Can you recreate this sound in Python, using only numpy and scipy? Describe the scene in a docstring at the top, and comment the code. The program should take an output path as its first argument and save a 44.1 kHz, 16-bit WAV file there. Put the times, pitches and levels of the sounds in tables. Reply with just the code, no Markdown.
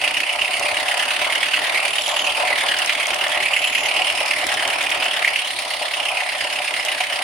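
"""A kitchen floor: a small live-steam locomotive pulls a flat wagon round, heard from the wagon.
The exhaust beats four times a wheel turn: a bark, hiss and a high chimney ring, with some beats accented.
The wheels rumble, rattle the sheet-metal deck and knock on rail joints; wheels and couplings tick.
Each time the track swings close to a wall, its echo sweeps through the exhaust's colour."""
import sys
import numpy as np
from scipy import signal
from scipy.fft import rfft, irfft, next_fast_len
from scipy.io import wavfile
from scipy.ndimage import uniform_filter1d, map_coordinates

SR = 44100
rng = np.random.default_rng(int(sys.argv[2]) if len(sys.argv) > 2 else 0)


def transcribe(u):
    """Save the signal u as a 16-bit wav file named by the first command-line argument.

    u: samples, shape (n,) or (channels, n), limited to [-1, 1]; the rate is SR.
    q: integer samples, one column per channel.
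    """
    v = np.clip(np.atleast_2d(u).T, -1, 1)
    q = np.round(v * 32767).astype(np.int16)
    wavfile.write(sys.argv[1], SR, q)


N = 318843
TIME_S = np.arange(N) / SR


def amp(db):
    """Decibels to gain."""
    return 10 ** (np.asarray(db) / 20)


def unit(x):
    """Scale to rms 1."""
    return x / np.sqrt(np.mean(np.abs(x) ** 2) + 1e-20)


def along(points, hz):
    """Interpolate (frequency, value) points on a log axis."""
    knots_hz, values = np.transpose(points)
    return np.interp(np.log(hz + 1), np.log(knots_hz + 1), values)


def curves(rows):
    """One per-sample curve for each column after the time."""
    knots_s, *columns = np.transpose(rows)
    return [np.interp(TIME_S, knots_s, column) for column in columns]


def wobble(rate_hz):
    """Smooth random curve, rate_hz knots a second."""
    knots = rng.standard_normal(int(N * rate_hz / SR) + 4)
    return map_coordinates(knots, [TIME_S * rate_hz])


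def filtered(x, response):
    """Apply a complex frequency response."""
    size = next_fast_len(N + SR // 2)
    return irfft(rfft(x, size) * response(np.fft.rfftfreq(size, 1 / SR)), size)[..., :N]


# left-right likeness: (frequency [Hz], correlation [1])
COHERENCE = [(30, .97), (110, 0.93), (200, 0.6), (700, 0.84), (1400, 0.16), (2500, 0.9), (4500, 0.19),
             (9000, 0.23), (15000, 0.12)]

def spread(pair):
    """Two unrelated signals to left and right, most alike in the bass."""
    angle = lambda hz: np.arccos(np.clip(along(COHERENCE, hz), -1, 1)) / 2
    mid, side = filtered(pair, lambda hz: np.array([np.cos(angle(hz)), np.sin(angle(hz))]))
    return unit(np.array([mid + side, mid - side]))


def noise(spectrum):
    """Coloured stereo noise, rms 1."""
    return spread(filtered(rng.standard_normal((2, N)), lambda hz: amp(along(spectrum, hz))))


# room decay: (frequency [Hz], t60 [s])
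ROOM_DECAY = [(200, 0.08), (2000, 0.81), (12000, 0.054)]

def kitchen_reverb(x):
    """Room tail: each frequency dies at its own rate."""
    hz, t, bins = signal.stft(rng.standard_normal((2, SR // 2)), SR, nperseg=256)
    decay = amp(-60 * t / along(ROOM_DECAY, hz)[:, None])
    tail = signal.istft(bins * decay, SR, nperseg=256)[1]
    tail = np.pad(tail / np.linalg.norm(tail[0]), ((0, 0), (SR // 200, 0)))  # 5 ms pre-delay
    return signal.fftconvolve(x, tail, axes=1)[:, :N]


# deck resonances: (frequency [Hz], width [Hz], level [dB])
DECK_MODES = [(591, 90, -2.5), (738.6, 74, -0.5), (846, 99, -3), (987, 180, -4.5), (1315, 470, -10)]

def deck(x):
    """The sheet-metal deck rings in its modes and hardly radiates below them."""
    def response(hz):
        modes = sum((-1) ** k * amp(db) * 1j * hz * width / (centre ** 2 - hz ** 2 + 1j * hz * width)
                    for k, (centre, width, db) in enumerate(DECK_MODES))
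        return modes / (1 + (480 / (hz + 1)) ** 6) / (1 + (hz / 2500) ** 2)
    return filtered(x, response)


# track roughness: (time [s], rattle level [dB], rumble level [dB])
ROUGHNESS = [(0, -28, -44.5), (0.3, -30.5, -52.5), (0.55, -28.5, -46.5), (1.0, -28.5, -48.5),
             (1.68, -26.5, -46), (1.95, -29, -50), (2.3, -26, -46.5), (2.7, -26.5, -47),
             (3.0, -29.5, -47.5), (3.3, -26, -46.5), (3.65, -29.5, -49.5), (3.9, -27.5, -47),
             (4.55, -28.5, -46), (5.25, -27, -48), (5.42, -34, -57.5), (5.65, -31, -49.5),
             (6.2, -31.5, -54), (6.4, -31, -49.5), (7.2, -31, -51)]
# floor rumble: (frequency [Hz], density [dB])
RUMBLE_SPECTRUM = [(20, -27), (45, -11.5), (80, -7), (108, -2), (160, -8.5), (220, -3.5), (300, 3),
                   (430, 2.5), (700, -11), (1500, -47)]

def wheels(bumps_per_s=2200, scatter_db=3, jolt_db=2.28, lumps_db=3):
    """Rough rails bump the wheels and ring the deck; the floor rumbles below."""
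    rattle_db, rumble_db = curves(ROUGHNESS)
    hits = rng.random((2, N)) < bumps_per_s / SR
    bumps = hits * rng.standard_normal((2, N)) * amp(scatter_db * rng.standard_normal(N))
    rattle = spread(deck(bumps * amp(jolt_db * wobble(25))))
    rumble = unit(noise(RUMBLE_SPECTRUM) * amp(lumps_db * wobble(45)))
    return amp(rattle_db - 1) * rattle + amp(rumble_db + 2) * rumble


# rail joint knocks: (time [s], level [dB])
KNOCKS = [(0.715, -15), (0.974, -14), (1.215, -14.5), (1.67, -18), (2.079, -16), (2.433, -13), (2.505, -11),
          (3.264, -16.5), (3.994, -12.5), (4.208, -14), (4.676, -15.5), (5.042, -20), (5.813, -14),
          (6.22, -15.5), (6.448, -14.5), (6.601, -11.5), (7.004, -11.5)]

def rail_joints(gain_db=-3, t60_s=0.048, attack_s=0.0021):
    """A wheel drops into a joint and rings the deck's modes, at new strengths each time."""
    out, t = np.zeros(N + SR), np.arange(SR // 5) / SR
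    hz, _, mode_db = np.transpose(DECK_MODES)[:, :, None]
    envelope = amp(-60 * t / t60_s) * (1 - np.exp(-t / attack_s))
    for start_s, db in KNOCKS:
        strengths = amp(2 * mode_db + 4.1 * rng.standard_normal(hz.shape))
        modes = strengths * np.sin(2 * np.pi * (hz * t + rng.random(hz.shape)))
        knock = modes.sum(axis=0) * envelope
        out[round(start_s * SR):][:len(t)] += amp(db + gain_db) * knock / np.abs(knock).max()
    return out[:N]


# wheel and coupling ticks: (time [s], level [dB])
TICKS = [(0.2036, -17), (0.596, -10.5), (0.977, -13), (1.354, -17), (1.882, -19), (2.02, -11),
         (2.0794, -12), (2.091, -15), (2.787, -11.5), (2.8606, -10), (2.934, -17), (3.069, -9.5),
         (3.1444, -11), (3.282, -16), (3.8606, -19), (4.2607, -14), (4.468, -8.5), (4.541, -11),
         (4.677, -11), (4.828, -14), (4.904, -12), (5.043, -14), (6.0531, -19), (6.85, -9)]
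# small steel parts: (frequency [Hz], level [dB])
STEEL_MODES = [(5400, 5), (5750, 2), (6250, 3.5), (6900, -2), (7600, 1.5), (8100, -2), (8700, -5)]

def steel_ticks(gain_db=-4, ring_t60_s=0.013, crack_t60_s=0.018):
    """Metal touches metal: a crack and a brief ring."""
    out, t = np.zeros((2, N + SR)), np.arange(SR // 20) / SR
    hz, mode_db = np.transpose(STEEL_MODES)[:, :, None]
    for start_s, db in TICKS:
        strengths = amp(mode_db + 3 * rng.standard_normal(hz.shape))
        modes = strengths * np.sin(2 * np.pi * (hz * t + rng.random((2, len(hz), 1))))
        ring = 2 * modes.mean(axis=1) * amp(-60 * t / ring_t60_s)
        crack = rng.standard_normal((2, len(t))) * amp(-60 * t / crack_t60_s)
        out[:, round(start_s * SR):][:, :len(t)] += amp(db + gain_db) * (ring + crack)
    return filtered(out[:, :N], lambda hz: hz / (hz + 900) / (1 + (hz / 11500) ** 6))


# runs alongside a wall: (start [s], end [s], echo lag [ms])
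WALL_PASSES = [(0.108, 0.48, 0.38), (2.014, 2.113, 0.29), (3.62, 4.09, 0.36), (5.573, 5.768, 0.23)]

def with_wall_echo(x, approach_ms=1.28, depart_ms=0.72, bend=1.5, fade_ms=0.83, cutoff_hz=3600):
    """A nearer wall echoes sooner and stronger; part bounces again between boiler and wall."""
    lags_ms = [nearest_ms + approach_ms * np.maximum(start_s - TIME_S, 0) ** bend
               + depart_ms * np.maximum(TIME_S - end_s, 0) ** bend
               for start_s, end_s, nearest_ms in WALL_PASSES]
    lag_ms = np.min(lags_ms, axis=0)
    dull = filtered(x, lambda hz: 1 / (1 + (hz / cutoff_hz) ** 4))
    echo = lambda ms: np.array([map_coordinates(ch, [np.arange(N) - ms * SR / 1000]) for ch in dull])
    gain = 0.8 * np.exp(-lag_ms / fade_ms)
    return x + gain * (echo(lag_ms) + 0.96 * gain * echo(2 * lag_ms))


# water in the chimney: (starts gathering [s], blows clear [s])
WATER = [(1.82, 2.275), (3.33, 3.875)]
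# chimney ring, rising branch: (frequency [Hz], density [dB])
RISING_SPECTRUM = [(6000, -60), (8300, -17), (8650, 0.5), (8900, 5), (9400, -1.5), (10100, -0.5),
                   (10800, -5), (12000, -8)]
# chimney ring, falling branch: (frequency [Hz], density [dB])
FALLING_SPECTRUM = [(5000, -70), (7500, -4), (8200, -1), (8800, -4), (10500, -70)]

def chimney_ring(creep_hz=1700, bend=0.93, flutter_hz=120, flare_db=2.5):
    """Gathering water splits the high ring into a rising and a falling branch until it clears."""
    wet = sum(np.clip((TIME_S - start_s) / (clear_s - start_s), 0, 1) ** bend * (TIME_S < clear_s)
              for start_s, clear_s in WATER)
    shifted = lambda x, hz: np.real(signal.hilbert(x) * np.exp(2j * np.pi * np.cumsum(hz) / SR))
    rising = shifted(noise(RISING_SPECTRUM), wet * (creep_hz + flutter_hz * wobble(250)))
    falling = shifted(noise(FALLING_SPECTRUM), -wet * creep_hz)
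    ring = rising * amp(flare_db * np.sqrt(wet)) + amp(-4) * falling * np.sqrt(wet)
    return filtered(ring, lambda hz: 1 / (1 + (hz / 11200) ** 24))


def patchy(x, depth_db):
    """Each puff of wet steam favours its own few hundred Hz."""
    bins = signal.stft(x, SR, nperseg=256)[2]
    patches = uniform_filter1d(rng.standard_normal(bins.shape[1:]), size=3, axis=0)
    patches = uniform_filter1d(patches, size=7, axis=1)
    return unit(signal.istft(bins * amp(depth_db * unit(patches)), nperseg=256)[1][:, :N])


# steam hiss: (frequency [Hz], density [dB])
HISS_SPECTRUM = [(300, -70), (1500, -36), (3400, 5), (4700, 5), (5050, 2.5), (5800, -6), (7800, -6.5),
                 (9000, -8.5), (10500, -11), (12000, -16), (15000, -32), (15750, -26), (16100, -21)]
# steam hiss: (time [s], level [dB])
HISS_LEVEL = [(0, -33.5), (0.35, -35), (0.6, -32.5), (1.3, -33), (1.9, -32.5), (2.3, -33), (2.7, -32),
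              (3.05, -34.5), (3.75, -34), (3.95, -32), (4.45, -32.5), (5.0, -34.5), (5.6, -33.5),
              (6.15, -35.5), (6.4, -34), (7.2, -34.5)]
# thin metallic sizzle: (frequency [Hz], density [dB])
SIZZLE_SPECTRUM = [(4000, -90), (5050, -15), (5330, 3), (5550, -9), (6200, -90)]
# thin metallic sizzle: (time [s], level re hiss [dB])
SIZZLE_LEVEL = [(0, -18), (3.8, -17), (4.3, -7), (4.7, -13), (5.3, -11.5), (7.2, -13)]

def steam_hiss(flow, gain_db=3, pulse_power=0.66):
    """The jet hisses, rings and sizzles, following the beats more softly than the bark."""
    pulse = np.abs(uniform_filter1d(flow, size=SR // 250)) ** pulse_power
    running_rms = np.sqrt(np.abs(uniform_filter1d(pulse ** 2, size=SR // 4)))
    envelope = pulse / running_rms * amp(curves(HISS_LEVEL)[0] + gain_db)
    steam = noise(HISS_SPECTRUM) + amp(-1) * chimney_ring()
    sizzle = amp(curves(SIZZLE_LEVEL)[0]) * noise(SIZZLE_SPECTRUM)
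    return envelope * patchy(steam + sizzle, depth_db=2.6)


# accented exhaust beats: (time [s], level [dB])
ACCENTS = [(0.0379, -6), (0.077, -3.5), (0.2027, -4.5), (0.392, -9), (0.417, -7), (1.355, -6),
           (1.7724, -9.5), (1.8506, -6), (1.9824, -9), (2.8937, -3), (3.6437, -9), (3.749, -16),
           (3.962, -20), (4.1006, -4.5), (5.224, -8), (5.359, -5), (5.937, -10), (6.173, -14), (6.739, -8)]

def exhaust_accents(spectrum, gain_db=-9, rise_s=0.0012):
    """A stronger beat leaves the chimney in one short, hard bark."""
    envelope, t = np.zeros(N + SR), np.arange(SR // 30) / SR
    burst = t / rise_s * np.exp(1 - t / rise_s)
    for start_s, db in ACCENTS:
        envelope[round(start_s * SR):][:len(t)] += amp(db + gain_db) * burst
    return envelope[:N] * noise(spectrum)


# driving wheels: (time [s], speed [turns/s])
WHEEL_SPEED = [(0.0, 7.788), (1.4, 9.434), (2.4, 9.703), (2.6, 9.414), (3.0, 9.591), (3.4, 9.202),
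               (4.4, 9.572), (5.0, 9.18), (5.6, 8.568), (5.8, 8.616), (7.2, 8.233)]
# unevenly set valves: (opening phase [turns], time open [s], level [dB], scatter [dB])
VALVES = [(0.026, 0.028, -1, 1), (0.279, 0.013, -1.54, 1), (.53, 0.038, -2.1, 0), (0.754, 0.15, 0.94, 0.5)]
# engine effort: (time [s], level [dB])
EFFORT = [(0, -14), (0.15, -14), (0.3, -18.5), (0.7, -16.3), (1.0, -13.5), (1.6, -14.2), (2.25, -17),
          (2.78, -14), (3.4, -15.5), (3.7, -15), (4.25, -16.5), (4.55, -15), (5.2, -14.5), (5.35, -16),
          (5.5, -19), (5.95, -17), (6.15, -19.5), (7.1, -15.5)]

def steam_flow(start_turns=0.45, opening_s=0.0039, emptying_s=0.015, leak_db=-34):
    """Each valve opens quickly, its cylinder empties and it shuts; a little steam always leaks."""
    flow = np.zeros(N)
    turns = start_turns + np.cumsum(curves(WHEEL_SPEED)[0]) / SR
    for phase, open_s, db, scatter_db in VALVES:
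        onset_turns = np.arange(np.ceil(turns[0] - phase), turns[-1] - phase) + phase
        for onset_s in np.interp(onset_turns, turns, TIME_S):
            span = slice(*np.searchsorted(TIME_S, [onset_s, onset_s + 2 * open_s]))
            age_s = TIME_S[span] - onset_s
            port = (1 - np.exp(-(age_s / opening_s) ** 2)) * np.exp(-(age_s / open_s) ** 4)
            strength = amp(db + scatter_db * rng.standard_normal())
            flow[span] += strength * port * np.exp(-age_s / emptying_s)
    return np.hypot(flow * amp(curves(EFFORT)[0]), amp(leak_db))


# low chimney resonances: (frequency [Hz], density [dB])
BARK_SPECTRUM = [(300, -38), (700, -16.5), (1000, -15), (1450, -10), (1750, -3), (2050, 2), (2400, -0.5),
                 (3000, 2), (3500, -8), (4500, -25.5), (6000, -19.5), (9000, -31)]

def exhaust(bark_gain_db=0.4, sputter_db=0.5):
    """Wet steam sputters up the chimney: a bark in its low resonances, with hiss and accented beats."""
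    flow = steam_flow() * amp(sputter_db * wobble(320))
    bark = amp(bark_gain_db) * flow * patchy(noise(BARK_SPECTRUM), depth_db=2.5)
    return bark + steam_hiss(flow) + exhaust_accents(BARK_SPECTRUM)


def scene():
    """Engine and wagon, close by in the kitchen."""
    train = with_wall_echo(exhaust()) + wheels() + rail_joints() + steel_ticks()
    return train + amp(-12.5) * kitchen_reverb(train)


# microphone balance: (frequency [Hz], left minus right [dB])
BALANCE = [(60, 2), (250, -3), (700, 1.5), (1290, 2), (2380, -4), (4400, 0.1), (8000, 0.5), (15000, 1)]
BAND_LIMIT_HZ = 15950

def record(dry):
    """Two band-limited microphone ports, slightly unlike in colour."""
    colour = lambda hz: amp(np.outer([.5, -.5], along(BALANCE, hz)))
    return filtered(dry, lambda hz: colour(hz) * (hz < BAND_LIMIT_HZ))


dry = scene()
out = record(dry)
transcribe(out)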